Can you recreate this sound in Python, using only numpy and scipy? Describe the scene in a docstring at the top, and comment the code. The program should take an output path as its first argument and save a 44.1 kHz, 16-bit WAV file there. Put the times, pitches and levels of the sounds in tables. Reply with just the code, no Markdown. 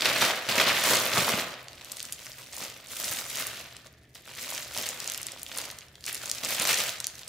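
"""In a concrete garage a hollow pipe in a plastic bag is pulled out of crumpled packing paper: creases buckle as short
resonant noise bursts over a dense crackle of random grains, and sheets slide as fluttering noise. The paper drops into
a cardboard box with soft thumps, pulses that ring a dull resonance. Then hands turn the bag over, with brighter snaps
and a few knocks of the pipe in the palm. Decaying noise echoes it all, and an appliance hums far off as narrow-band
noise in still air. Two close microphone ports hear it with small delays and a treble that differs between them."""
import sys
import numpy as np
from scipy import signal
from scipy.fft import rfft, irfft, next_fast_len
from scipy.io import wavfile

SR = 44100
rng = np.random.default_rng(int(sys.argv[2]) if len(sys.argv) > 2 else 0)


def volts_from_db(level):
    """Convert decibel levels to linear amplitude ratios."""
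    exponent = np.asarray(level, float) / 20
    return 10 ** exponent


def dump_mix(stems):
    """Bounce the given channels to the path in sys.argv[1] as a 16-bit WAV at rate SR."""
    frames = np.atleast_2d(stems).T  # one column per channel
    limited = np.clip(frames, -1, 1)  # hard clip at full scale
    pcm = np.round(limited * 32767).astype(np.int16)
    wavfile.write(sys.argv[1], SR, pcm)


N = 321224

# spectrum of rustling sheets: f/Hz, relative density/dB per Hz
SHEET_SPECTRUM = [(50, -34), (110, -4.5), (330, -4.5), (570, -3.5), (900, -7.5), (2000, 2), (4200, 0),
                  (9000, -8), (16000, -8)]


def rms_one(x):
    """Normalisation: scale a signal to unit root mean square."""
    return x / np.sqrt(np.mean(x ** 2) + 1e-20)


def at_hz(points, hz):
    """Logarithmic pitch: read a spectrum table on a log-frequency axis."""
    p = np.array(points, float)
    return np.interp(np.log(hz + 1), np.log(p[:, 0] + 1), p[:, 1])


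def colour(x, points):
    """Linear filtering: multiply the spectrum of steady noise by a spectrum table."""
    size = next_fast_len(N)
    gain = volts_from_db(at_hz(points, np.fft.rfftfreq(size, 1 / SR)))
    return irfft(rfft(x, size) * gain, size)[..., :N]


def resonate(x, hz, width_hz):
    """Damped resonance: a pole pair sets pitch and bandwidth, with gain about 1 at the peak."""
    r = np.exp(-np.pi * width_hz / SR)
    zeros = [(1 - r * r) / 2, 0, (r * r - 1) / 2]
    poles = [1, -2 * r * np.cos(2 * np.pi * hz / SR), r * r]
    return signal.lfilter(zeros, poles, x)


def dying(clicks, t60):
    """Exponential decay: each click starts an envelope that falls 60 dB in t60 seconds."""
    return signal.lfilter([1], [1, -volts_from_db(-60 / (max(t60, .001) * SR))], clicks + 1e-18)


def drift(rate_hz):
    """Low-passed chance: noise through two equal real poles at rate_hz, with unit rms."""
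    r = np.exp(-40 * np.pi * rate_hz / SR)   # computed at every 20th sample
    slow = signal.lfilter([1], [1, -2 * r, r * r], rng.standard_normal(N // 20 + 2002))[2000:]
    return np.interp(np.arange(N) / 20, np.arange(len(slow)), rms_one(slow))


def ports(x, lag):
    """Arrival-time difference: sound from one side reaches one port lag samples before the other."""
    at = np.arange(len(x))
    return np.array([np.interp(at - lag / 2, at, x), np.interp(at + lag / 2, at, x)])


def diffuse(mid, side):
    """Diffuse-field coherence: the ports agree in the bass and part in the treble."""
    # difference of the two ports: f/Hz, side over mid/dB
    port_split = [(60, -35), (130, -33), (250, -22.5), (1000, -9.5), (4000, -2), (12000, -0.3)]
    side = colour(side, port_split)
    return np.array([mid + side, mid - side])


def handling():
    """Radiation of moved sheets: crackle and rub; slack paper booms in hollows, taut film is bright."""
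    # treble of the sheet as it is held more or less taut: t/s, treble over rustle/dB
    taut = [(0.0, -5.5), (0.49, -5), (0.72, -7), (0.89, 0.5), (1.3, -0.5), (1.59, -6.5), (2.1, 2),
            (2.6, 0.5), (2.84, -4), (2.93, 5), (3.32, 3), (3.68, -5), (4.4, 0), (4.78, 0.5), (5.3, -3),
            (5.64, -1.5), (6.09, 1), (6.6, -0.5), (7.28, 0)]
    # air resonances of pipe and box: f/Hz, bandwidth/Hz, gain/dB
    hollows = [(246, 20, -4.5), (572, 88, -4), (1150, 450, -32)]
    # peaks of the four overlapping bands low, body, crisp and high: natural log of f/Hz
    band_pitches = np.log([700, 1700, 4500, 8000])
    slide_db = -4.0   # rubbing relative to crackle
    effort_db, boom_db, body_db = moves()
    taut_db = np.interp(np.arange(N) / SR, *np.transpose(taut))
    surge = yielding()
    sheet = crackle(effort_db, surge) + volts_from_db(slide_db) * slide(surge)

    size = next_fast_len(N)
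    pitch = np.log(np.fft.rfftfreq(size, 1 / SR) + 1)
    spectrum = rfft(sheet, size)
    low, body, crisp, high = [irfft(spectrum * np.interp(pitch, band_pitches, share), size)[:, :N]
                              for share in np.eye(4)]
    low = low + sum(volts_from_db(db) * resonate(low, hz, width_hz) for hz, width_hz, db in hollows)

    rustle = rms_one(volts_from_db(body_db) * body + crisp)
    boom = volts_from_db(boom_db) * rms_one(low)
    treble = volts_from_db(taut_db) * rms_one(high)
    return volts_from_db(effort_db) * (rustle + boom + treble)


def moves():
    """Incoherent addition: movements add in power, so the strongest one sets the colour."""
    # hand movements that swell and fade, first in the paper, then on the bag:
    # t/s of the peak, rustle level/dB, rise/s per 20 dB, fade/s per 20 dB, boom over rustle/dB
    # (rise and fade are floored at 0.003 and 0.01 s)
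    paper_moves = [(0.047, -26.5, -1, 0.14, -5.5), (0.19, -29.5, 0.8, 0.28, -5),
                   (0.214, -22.5, -0.03, 0.15, -4.5), (0.489, -28, .004, .2, -3.5),
                   (0.555, -28, -0.04, 0.24, -7), (0.6, -24.5, -0.04, 0.15, -2),
                   (0.68, -26, 0.02, 0.19, -5), (0.77, -29.5, 0.4, 0.31, -9), (0.85, -27, 0.03, .2, -4.5),
                   (0.92, -25.5, 0.21, 0.2956, -3.5), (1.165, -27, 0.07, 0.32, -2),
                   (1.41, -34.5, 0.5, 0.1142, -2.5), (1.54, -45, 0.5, -0.35, -1.5)]
    bag_moves = [(1.69, -55.5, .12, 0.37, 4), (1.854, -50, 0.18, .6, -3.5), (2.065, -48, 0.81, 0.11, -11),
                 (2.28, -46, 0.25, 0.19, -10), (2.405, -49.5, 0.073, 0.25, -7.5),
                 (2.538, -44.5, 0.079, 0.45, -12), (2.622, -39.5, 0.1, 0.16, -4.5),
                 (3.047, -37, .22, 0.43, -8.5), (3.195, -43, 0.44, 0.1, -7.5),
                 (3.375, -35, 0.14, 0.36, -10.5), (3.62, -49, 0.57, 0.23, -8),
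                 (3.863, -50.5, 0.016, 0.035, -2.5), (4.152, -49, 0.0061, 0.082, -10),
                 (4.274, -54.5, 0.021, .45, 3.5), (4.42, -40, 0.15, 0.35, -12),
                 (4.564, -38.5, 0.29, 0.14, -9), (4.787, -36, 0.13, 0.28, -6.5),
                 (5.101, -40, 0.45, .3, -11.5), (5.339, -49, 0.82, 0.51, -5),
                 (5.572, -38.5, 0.16, 0.25, -8), (5.956, -58, .005, 0.059, -6),
                 (6.078, -37.5, 0.049, 0.087, -14), (6.15, -46, 0.083, 0.66, -8.5),
                 (6.29, -45.5, 0.32, .4, -7), (6.436, -33.5, 0.0087, 0.079, -1.5),
                 (6.51, -34.5, 0.13, 0.14, -9), (6.607, -34.5, 0.075, 0.37, -5),
                 (6.713, -33.5, 0.42, .3, -11.5), (6.81, -32.5, .35, 0.15, -11),
                 (7.041, -61, 0.24, 0.023, -33), (7.161, -51.5, 0.32, 0.92, -8.5)]
    paper_body_db, bag_body_db = 0.5, -2.5   # low-middle rustle: thick paper has more than thin film
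    t = np.arange(0, N + 32, 32) / SR
    power, boom, body = 1e-12, 0, 0
    for rows, body_db in ((paper_moves, paper_body_db), (bag_moves, bag_body_db)):
        for s, db, rise, fade, boom_db in rows:
            fall_db = 20 * np.maximum((s - t) / max(rise, .003), (t - s) / max(fade, .01))
            part = volts_from_db(db - fall_db) ** 2
            power = power + part
            boom = boom + part * boom_db
            body = body + part * body_db
    curves = (10 * np.log10(power), boom / power, body / power)
    return [np.interp(np.arange(N) / SR, t, c) for c in curves]


def yielding():
    """Stick and release: folds give way suddenly and settle slowly; unit rms."""
    gives_per_s, settle_s = 35.0, .12
    gives = (rng.random(N) < gives_per_s / SR) * np.minimum(rng.exponential(1, N), 2)
    return rms_one(dying(gives, settle_s))


def crackle(effort_db, surge):
    """Random impulse process: small creases buckle, fused under hard work and lone under light."""
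    creases_per_s = 800.0   # at an effort of -41.5 dB, before the surges
    per_s = creases_per_s * volts_from_db(.6 * (effort_db + 41.5))
    # the square root keeps the power steady as the creases grow denser
    sizes = volts_from_db(4.6 * np.minimum(rng.exponential(1, N), 2.5)) / np.sqrt(per_s)
    born = rng.random(N) < per_s * volts_from_db(3.5 * surge) / SR
    patch = rng.integers(0, 12, N)   # each patch of sheet has a pitch and a direction
    out = 0
    for k, hz in enumerate(np.geomspace(950, 13500, 12)):
        envelope = dying(sizes * born * (patch == k), .003 + 5 / hz)
        grains = envelope * rng.standard_normal(N)
        out = out + ports(resonate(grains, hz, .9 * hz), 1.3 * np.sin(k * 4))
    return rms_one(colour(out, SHEET_SPECTRUM))


def slide(surge):
    """Friction noise: sheets rub with a broad hiss whose level flutters."""
    mid, side = colour(rng.standard_normal((2, N)), SHEET_SPECTRUM)
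    flutter_db = 1.6 * surge + 2.0 * drift(87.0)
    return rms_one(diffuse(mid, side) * volts_from_db(flutter_db))


def burst(noise, hz, t60, width=1.0):
    """Impulse excitation of a buckling crease: dying noise through two broad resonances, peak 1."""
    shape = noise * volts_from_db(-60 * np.arange(len(noise)) / (max(t60, .001) * SR))
    shape = resonate(shape, hz, width * hz)
    shape = resonate(shape, hz, 2 * width * hz)
    return shape / np.abs(shape).max()


def snaps():
    """Buckling instability: a sharp release, then a short rattle of the sheet; low ones rattle longer."""
    # creases that buckle audibly: t/s, peak level/dB before the ports, centre f/Hz
    buckles = [(0.008, -13, 3350), (0.021, -11, 2800), (0.0554, -9.5, 3800), (0.1606, -13.5, 3050),
               (0.1844, -18, 3150), (0.2099, -11, 2130), (0.2152, -11, 2630), (0.4892, -16, 3650),
               (0.5557, -14, 4350), (0.5999, -10.5, 2580), (0.628, -15.5, 2320), (0.669, -20.5, 2350),
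               (0.6738, -14, 2030), (0.694, -13, 2570), (0.7289, -18, 2750), (0.7666, -17, 3150),
               (0.8392, -7.5, 5750), (0.8724, -17, 4450), (0.9363, -11, 5100), (0.9552, -8, 5550),
               (0.9684, -8, 5250), (1.001, -13, 5200), (1.6834, -26, 3300), (1.7311, -32, 3750),
               (1.8466, -22.5, 6600), (1.918, -19, 5700), (1.921, -18, 7750), (1.9692, -20, 6950),
               (1.9958, -21.5, 4950), (2.0032, -20, 3550), (2.0282, -17, 6950), (2.0525, -19, 5700),
               (2.124, -16.5, 6800), (2.1303, -19.5, 8700), (2.267, -24.5, 4330), (2.3182, -24.5, 4600),
               (2.5313, -25, 5150), (2.5664, -19, 6050), (2.6408, -20, 6900), (2.7, -26, 4450),
               (2.741, -30.5, 4650), (2.871, -26, 6250), (3.0181, -28.5, 6250), (3.1368, -16, 7550),
               (3.301, -19.5, 6350), (3.3562, -18.5, 6600), (3.4684, -15, 9450), (3.7665, -25.5, 4750),
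               (3.8696, -30.5, 4100), (4.1522, -32, 3780), (4.3511, -27, 6300), (4.5335, -21, 5250),
               (4.5492, -16.5, 5100), (4.578, -19, 5450), (4.7484, -23, 4250), (4.7757, -12, 5500),
               (4.8328, -22, 4350), (4.8641, -20, 5850), (4.889, -14, 6460), (5.0028, -15, 5150),
               (5.0433, -22, 5050), (5.0763, -13, 5450), (5.099, -14, 6250), (5.1196, -15.5, 7600),
               (5.1373, -20, 7150), (5.146, -17, 4900), (5.177, -18, 7400), (5.216, -21, 7100),
               (5.2302, -19, 5950), (5.2676, -13, 7000), (5.285, -25, 2250), (5.3194, -20.5, 7600),
               (5.3958, -25, 6950), (5.4182, -25, 5350), (5.4313, -19, 10500), (5.4646, -24.5, 3650),
               (5.575, -14.5, 8650), (5.585, -13.5, 6500), (5.6154, -20.5, 4900), (5.6541, -19, 5650),
               (5.702, -22.5, 2770), (5.7128, -21, 8050), (5.787, -20, 6100), (5.8084, -32.5, 3450),
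               (5.8841, -38, 4150), (5.9546, -34.5, 3200), (6.008, -35, 5370), (6.0404, -26.5, 3700),
               (6.0543, -25.5, 5450), (6.0642, -15, 6750), (6.1285, -16, 8250), (6.146, -13, 9250),
               (6.1536, -16, 5650), (6.1776, -21.5, 4950), (6.2576, -15.5, 6750), (6.283, -25, 6750),
               (6.2944, -19, 7350), (6.2978, -14, 5200), (6.3143, -7, 6400), (6.349, -19, 6050),
               (6.3835, -22.5, 4450), (6.4352, -16, 2650), (6.4484, -11, 5950), (6.5983, -6, 6100),
               (6.6215, -10.5, 7550), (6.6526, -12.5, 5000), (6.6733, -8.5, 7050), (6.695, -12, 4550),
               (6.7303, -8.5, 4680), (6.7428, -8, 4380), (6.7792, -20, 6150), (6.7865, -13, 4250),
               (6.8022, -13, 3330), (6.893, -16.5, 4460), (7.0022, -16.5, 5140), (7.0082, -27, 8450),
               (7.0434, -15, 3900), (7.0689, -8, 6270), (7.154, -28, 5450), (7.1922, -25.5, 5600),
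               (7.2557, -40, 2950), (7.2784, -21.5, 7560)]
    out = np.zeros((2, N + 600))
    noise = rng.standard_normal((len(buckles), 601))
    for (s, db, hz), (side, *rattle) in zip(buckles, noise):
        release = np.arange(600) == 3
        strike = 0.42 * np.array(rattle) + 1.26 * release
        shape = burst(strike, hz, 0.006 + 8 / hz, width=1.1)
        # the body that holds the ports shades mainly the treble
        shade = .25 * np.tanh(side) * resonate(shape, 8000, 14000)
        heard = ports(shape, 0.88 * np.tanh(side)) + [shade, -shade]
        start = round(s * SR)
        out[:, start:start + 600] += volts_from_db(db) * heard
    return out[:, :N]


def thumps():
    """Forced oscillation: a soft 5 ms push rings a dull, heavily damped hollow."""
    # paper on the box, pipe in the palm: t/s, peak level/dB, f/Hz
    blows = [(0.496, -33, 269), (1.182, -24.5, 169), (1.337, -23.5, 205), (2.617, -47, 256),
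             (3.101, -43, 118), (4.777, -39, 580), (6.432, -52, 153), (6.597, -35.5, 180)]
    out = np.zeros(N)
    for s, db, hz in blows:
        push = np.zeros(N)
        start = round(s * SR)
        push[start:start + 220] = np.hanning(220)
        ring = resonate(push + 1e-18, hz, 0.33 * hz)
        out += volts_from_db(db) * ring / np.abs(ring).max()
    return out


def garage(x):
    """Reverberation: dense echoes as noise that dies octave by octave, from the floor bounce on."""
    # reverberation time of the garage: f/Hz, T60/s
    room_t60 = [(100, 0.46), (1000, 1), (4000, 0.36), (12000, 0.14)]
    t = np.arange(SR) / SR
    tail = 0
    for hz in 90 * 2.0 ** np.arange(8):
        octave = signal.butter(2, [hz / np.sqrt(2), hz * np.sqrt(2)], "band", fs=SR, output="sos")
        t60 = np.interp(hz, *np.transpose(room_t60))
        tail = tail + signal.sosfilt(octave, rng.standard_normal((2, SR))) * volts_from_db(-60 * t / t60)
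    tail = tail * (t > .005) / np.sqrt(np.sum(tail[0] ** 2))   # the bounce arrives after 5 ms
    mid, side = signal.oaconvolve(np.array([x, x]), tail, axes=1)[:, :N]
    return diffuse(mid, side)


def background():
    """Stationary noise: still air, and a far appliance as narrow bands whose level wavers."""
    # air of the garage: f/Hz, relative density/dB per Hz
    air_spectrum = [(18, -47), (30, 4.5), (124, 0.5), (415, -7), (584, -12), (666, -7.5), (1350, -49),
                    (1720, -9), (12300, -67), (16000, -69.5)]
    # wavering hum: f/Hz, bandwidth/Hz of each of two resonances, rms level/dB
    hum_bands = [(73.4, 8, -67), (123.3, 17, -63.5)]
    air_db = -60   # rms
    mid, side = colour(rng.standard_normal((2, N)), air_spectrum)
    air = rms_one(diffuse(mid, side))
    hum = 0
    for hz, width_hz, db in hum_bands:
        tone = resonate(resonate(rng.standard_normal(N), hz, width_hz), hz, width_hz)
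        hum = hum + volts_from_db(db) * rms_one(tone)
    return volts_from_db(air_db) * air + hum


def scene():
    """Superposition: close sounds, their echo in the garage, and the background."""
    room_db = -10.5
    lean = volts_from_db([[-.3], [.3]])   # the hands work a little to the right
    near = (handling() + snaps()) * lean + thumps()
    return near + volts_from_db(room_db) * garage(near.mean(axis=0)) + background()


def band_limit(x):
    """A steep low-pass at the top of the band."""
    return signal.sosfilt(signal.butter(12, 16980, fs=SR, output="sos"), x)


def record(dry):
    """Band limiting: the microphone cuts the deep bass, the recorder the very top."""
    bass_cut = signal.butter(2, 60, "high", fs=SR, output="sos")
    top_cut = signal.cheby2(12, 40, 16100, fs=SR, output="sos")   # 40 dB down from 16.1 kHz
    mix = signal.sosfilt(top_cut, signal.sosfilt(bass_cut, dry))
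    return band_limit(mix)


dry = scene()
out = record(dry)
dump_mix(out)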